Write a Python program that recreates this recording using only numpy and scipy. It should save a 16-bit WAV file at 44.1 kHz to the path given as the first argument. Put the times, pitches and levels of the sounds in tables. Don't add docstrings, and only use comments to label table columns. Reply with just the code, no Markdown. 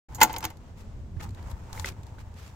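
import sys
import numpy as np
from scipy.fft import rfft, irfft, next_fast_len
from scipy.io import wavfile
from scipy.ndimage import map_coordinates

SR = 44100
rng = np.random.default_rng(int(sys.argv[2]) if len(sys.argv) > 2 else 0)


def bounce(signal):
    frames = np.transpose(np.atleast_2d(signal))
    limited = np.clip(frames, -1, 1)
    pcm = np.round(limited * 32767).astype(np.int16)
    wavfile.write(sys.argv[1], SR, pcm)


N = 112454
T = np.arange(N) / SR
HIT_T = T[:SR // 3]

# frequency_hz, level_db
WIND_SPECTRUM = [(20, -9), (36, -5.5), (56, 0), (86, 1), (96, 2), (108, -3.5), (165, -13), (215, -13),
                 (270, -19.5), (450, -28.5), (900, -63)]
WATER_SPECTRUM = [(200, -14.5), (500, 1.5), (1000, -6.5), (2000, -14.5), (4500, -20.5), (7500, -21),
                  (9500, -34), (15500, -41)]
RUB_SPECTRUM = [(200, -2.5), (700, -4), (1550, -5), (4000, -18.5), (7500, -16), (9500, -26), (14000, -25)]
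CRACK_SPECTRUM = [(150, -2), (600, -7), (1100, 6), (2100, 4), (3300, 0.5), (5000, 0), (9000, -13),
                  (16000, -27)]
TICK_SPECTRUM = [(1000, -43), (3500, -18), (6000, -6), (7000, 4.5), (8300, -7.5), (10000, -12), (11700, 2),
                 (13000, -1.5), (14500, 3.5), (16000, -4.5)]
CLICK_SPECTRUM = [(500, -1), (3000, -1), (4100, 7), (5200, 0), (7200, 3), (9500, -7), (12000, -3.5),
                  (15500, -14)]
SCUFF_SPECTRUM = [(150, 29.5), (500, 11.5), (750, 11), (1300, 11.5), (2200, 7), (3500, -0.5), (7300, -9),
                  (9500, -18.5), (12000, -18.5), (15500, -25)]
# frequency_hz, correlation
CASE_COHERENCE = [(500, .85), (2000, .55), (14000, .65)]
AIR_COHERENCE = [(40, 0.92), (300, 0.91), (1500, 0.11), (8000, 0.089)]
# time_s, level_db
WIND_LEVELS = [(.1, -39.5), (.55, -43), (.9, -42), (1.2, -37.5), (1.45, -41), (2.15, -43), (2.35, -44),
               (2.55, -46.5)]
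RUB_LEVELS = [(.1, -59.5), (.26, -40.5), (.48, -50), (.55, -66), (.8, -63), (1.12, -74), (1.24, -46),
              (1.3, -62.5), (1.48, -49), (1.55, -53.5), (1.69, -55.5), (1.78, -44.5), (1.9, -59),
              (1.97, -60), (2.3, -58.5), (2.45, -72), (2.55, -56)]
# pitch_hz, level_db, t60_s
CASE_MODES = [(221, -20, 0.1), (318, -14, 0.18), (473.7, -19, 0.18), (521, -13, 0.06), (744, -14, 0.14),
              (861.3, 1.5, 0.067), (922, 5, 0.032), (1081, -16, 0.1105), (1369, -15, 0.0896),
              (1459, -15, 0.06), (1650, -16.5, 0.064), (2077, -5, 0.08), (2560, -20.5, 0.06),
              (3164, -12.5, 0.058)]
PART_MODES = [(6490, 5, 0.055), (6890, 2.5, 0.03), (7080, 0.5, 0.022), (11460, -5, 0.032),
              (13800, -5, .025), (14500, 1, .035)]
PLANK_MODES = [(376.5, -18, 0.33), (546, -10.5, 0.057), (1240, -3.5, 0.017), (1550, -3, 0.017)]
# start_s, body_db, crack_db, tick_db, decay_s, tick_tilt_db_per_octave
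CASE_IMPACTS = [(0.1473, -56.5, -62, -35.5, 0.011, -5.5), (.1825, -33.5, -53, -53.5, 0.015, -5.5),
                (0.204, -31.5, -29, -32, 0.027, 0), (0.2137, -7.5, -13, -20.5, 0.0091, -8),
                (0.2223, -41.5, -26, -41, 0.013, -1), (.2295, -16.5, -18.5, -13.5, 0.0058, 0),
                (.2338, -17, -20.5, -15.5, 0.0025, 0.5), (.239, -23.5, -27.5, -26, 0.0093, -0.5),
                (.272, -42, -42.5, -60, 0.055, -4), (0.2942, -28, -38, -58, 0.024, 2),
                (0.329, -38.5, -53, -36, .003, 5), (.339, -32, -37.5, -53, .005, -1),
                (0.363, -31.5, -31.5, -43.5, 0.004, -5), (.3825, -39, -51.5, -34, .0038, 0),
                (0.406, -57, -45, -44.5, 0.0025, 2), (0.427, -33, -35.5, -61, 0.007, -4),
                (0.4406, -28.5, -30, -34.5, 0.0081, -3.5), (.451, -36, -29, -28, 0.0029, -0.5),
                (.463, -46, -44, -73, 0.025, 1), (.502, -45, -48.5, -50, .0047, -5)]
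# frequency_hz, pan_db
CASE_PAN = [(300, 3.5), (520, 4.5), (900, 0), (2400, 3), (6000, -1.5), (9000, -5), (14000, -5.5)]
# frequency_hz, lead_rad
CASE_LEAD = [(450, 0), (600, -.4), (720, 1), (1020, .6), (1300, 2.5), (1600, -2), (2000, .8), (2700, 1),
             (3300, -1.9), (6800, -1), (12000, -2.1)]
# start_s, level_db, pan_db
SMALL_CLICKS = [(.571, -57, 0), (1.2915, -54.5, 3), (1.307, -57.5, 2), (1.348, -55, 3), (1.4276, -56.5, 3),
                (1.514, -51, 5), (1.7294, -40, 1.5), (1.7968, -35.5, 4.5), (1.8584, -35.5, 3),
                (1.881, -48, -13), (1.921, -55, 0), (2.033, -55, 0), (2.067, -55, -1), (2.341, -60, 0)]
# start_s, length_s, level_db, tilt_db_per_octave, pan_db
SCUFF_STROKES = [(0.768, 0.057, -57, 6.5, 1.5), (1.196, 0.021, -40.5, 2.5, 0), (1.221, 0.028, -46, 8, 2),
                 (1.367, 0.035, -44, 0, 0), (1.496, 0.023, -53.5, 10, 0), (1.727, 0.12, -50, 10, 0),
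                 (1.847, 0.053, -37.5, 6.5, 0), (1.89, 0.046, -45, -0.5, 3), (2.184, 0.04, -52.5, 4.5, 0.5),
                 (2.351, 0.16, -52.5, 5.5, -0.5)]
# start_s, level_db, pitch_hz, pan_db
SOFT_BUMPS = [(1.131, -38.5, 168, -3), (1.165, -27, 93.6, -10.5), (1.318, -34.5, 99, -1),
              (1.529, -26.5, 72, 6), (1.79, -30, 77, 0), (1.895, -39.5, 131, -5), (2.119, -34, 87.5, 0)]
# start_s, level_db, pitch_hz
HARD_TAPS = [(1.168, -58, 1670), (1.2007, -50.5, 1955), (1.7765, -44.5, 2080), (1.8446, -28.5, 2036),
             (1.8707, -44, 2590), (1.8847, -46, 2580), (2.1837, -51, 1474)]

GRIT_DB = 2.5


def amp(db):
    return 10 ** (np.asarray(db) / 20)


def unit(x):
    return x / np.sqrt(np.mean(x ** 2) + 1e-20)


def strike(x):
    return x / np.sqrt(np.sum(np.atleast_2d(x) ** 2, axis=1).mean() / (.005 * SR))


def rise(tau_s):
    return 1 - np.exp(-HIT_T / tau_s)


def along(points, hz):
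    knots_hz, values = np.transpose(points)
    return np.interp(np.log(hz + 1), np.log(knots_hz + 1), values)


def filtered(x, response):
    size = x.shape[-1]
    padded = next_fast_len(size + SR // 8)
    return irfft(rfft(x, padded) * response(np.fft.rfftfreq(padded, 1 / SR)), padded)[..., :size]


def wobble(rate_hz):
    return map_coordinates(rng.standard_normal(int(N * rate_hz / SR) + 4), [T * rate_hz], order=1)


def noise(spectrum, coherence=AIR_COHERENCE, size=len(HIT_T), tilt_db=0):
    def response(hz):
        angle = np.arccos(np.clip(along(coherence, hz), -1, 1)) / 2
        gain = amp(along(spectrum, hz) + tilt_db * np.log2(hz / 2000 + .1))
        return gain * [np.cos(angle), np.sin(angle)]
    mid, side = filtered(rng.standard_normal((2, size)), response)
    return unit(np.array([mid + side, mid - side]))


def ring(modes, detune=.005):
    out = np.zeros(len(HIT_T))
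    for k, (hz, db, t60) in enumerate(modes):
        envelope = amp(db + rng.normal() - 60 * HIT_T / t60)
        pitch_hz = hz * (1 + detune * rng.normal())
        out += (-1) ** k * envelope * np.sin(2 * np.pi * pitch_hz * HIT_T)
    return out


def add(out, start_s, x, pan_db=0):
    part = out[:, max(round(start_s * SR), 0):][:, :x.shape[-1]]
    part += amp([[pan_db / 2], [-pan_db / 2]]) * x[..., :part.shape[1]]


def wind():
    level_db = np.interp(T, *np.transpose(WIND_LEVELS)) + 1.44 * wobble(11)
    return amp(level_db) * noise(WIND_SPECTRUM, size=N)


def water(level_db=-59.5):
    return amp(level_db + 1.7 * wobble(12)) * noise(WATER_SPECTRUM, size=N)


def rubbing(resonance_hz=890, width_hz=110):
    def resonator(hz):
        damping = 1j * hz * width_hz
        return damping / (resonance_hz ** 2 - hz ** 2 + damping)
    level_db = np.interp(T, *np.transpose(RUB_LEVELS)) + 2 * wobble(35) + GRIT_DB * wobble(600)
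    friction = noise(RUB_SPECTRUM, size=N)
    hollow = unit(filtered(friction, resonator))
    return amp(level_db) * unit(friction + hollow)


def chatter(x, rebound=.66, mean_gap_s=.0025):
    gaps, sizes = rng.uniform(0, 2, 4), rng.uniform(-1, 1, 4)
    delays = np.round(np.cumsum(gaps) * mean_gap_s * SR).astype(int)
    return x + rebound * sum(size * np.pad(x, (delay, 0))[:len(x)] for delay, size in zip(delays, sizes))


def case_clatter(main_hz=890, soft_db_per_octave=5):
    out = np.zeros((2, N))
    hardest_db = max(row[1] for row in CASE_IMPACTS)
    onset = rise(.0004)
    after_rattle = amp(-27) * np.exp(-HIT_T / .0166)
    for start_s, body_db, crack_db, tick_db, decay_s, tilt_db in CASE_IMPACTS:
        rolloff_db = soft_db_per_octave * min((hardest_db - body_db) / 20, 1)
        modes = [(hz, db - rolloff_db * max(np.log2(hz / main_hz), 0), t60) for hz, db, t60 in CASE_MODES]
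        judder = np.exp(-HIT_T / decay_s)
        body = strike(chatter(ring(modes) * rise(.0009)))
        crack = strike(onset * (judder + after_rattle) * noise(CRACK_SPECTRUM, CASE_COHERENCE))
        tick = strike(onset * judder * noise(TICK_SPECTRUM, CASE_COHERENCE, tilt_db=tilt_db))
        parts = amp(-7.5) * strike(ring(PART_MODES))
        add(out, start_s, amp(body_db) * body + amp(crack_db) * crack + amp(tick_db) * (tick + parts))
    sides = np.array([[.5], [-.5]])
    return filtered(out, lambda hz: amp(sides * along(CASE_PAN, hz))
                    * np.exp(1j * sides * along(CASE_LEAD, hz)))


def clicks(decay_s=.003):
    out = np.zeros((2, N))
    for start_s, db, pan_db in SMALL_CLICKS:
        click = strike(np.exp(-HIT_T / decay_s) * noise(CLICK_SPECTRUM))
        add(out, start_s, amp(db) * click, pan_db)
    return out


def scuffs(rise_share=.15, fall_share=.2):
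    out = np.zeros((2, N))
    for start_s, length_s, db, tilt_db, pan_db in SCUFF_STROKES:
        release = np.maximum(HIT_T / length_s - 1 + fall_share, 0)
        stroke = rise(rise_share * length_s) * np.exp(-release / fall_share)
        roughness = unit(amp(GRIT_DB * wobble(670)))[:len(HIT_T)]
        friction = noise(SCUFF_SPECTRUM, tilt_db=tilt_db)
        add(out, start_s, amp(db) * stroke * roughness * friction, pan_db)
    return out


def bumps(rise_s=.0071, t60_s=.055):
    out = np.zeros((2, N))
    swell = rise(rise_s) ** 2 * amp(-60 * HIT_T / t60_s)
    swell /= swell.max()
    for start_s, db, hz, pan_db in SOFT_BUMPS:
        add(out, start_s, amp(db) * swell * np.sin(2 * np.pi * hz * HIT_T), pan_db)
    return out


def taps(rise_s=.00077, t60_s=.012, crack_decay_s=.0078):
    out = np.zeros((2, N))
    envelope = rise(rise_s) ** 2 * amp(-60 * HIT_T / t60_s)
    for start_s, db, hz in HARD_TAPS:
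        knock = strike(envelope * np.sin(2 * np.pi * hz * HIT_T))
        crack = strike(np.exp(-HIT_T / crack_decay_s) * noise(CRACK_SPECTRUM, tilt_db=-1.5))
        plank = strike(ring(PLANK_MODES))
        add(out, start_s, amp(db) * (knock + amp(-5.5) * crack + amp(-6) * plank))
    return out


def scene():
    return case_clatter() + rubbing() + scuffs() + clicks() + bumps() + taps() + wind() + water()


def record(dry, open_s=.091, fade_s=.0057, cutoff_hz=15800):
    gated = dry * np.clip((T - open_s) / fade_s + 1, 0, 1)
    rounded = gated / (1 + np.abs(gated) ** 6) ** (1 / 6)
    return filtered(rounded, lambda hz: 1 / np.sqrt(1 + (hz / cutoff_hz) ** 200))


dry = scene()
out = record(dry)
bounce(out)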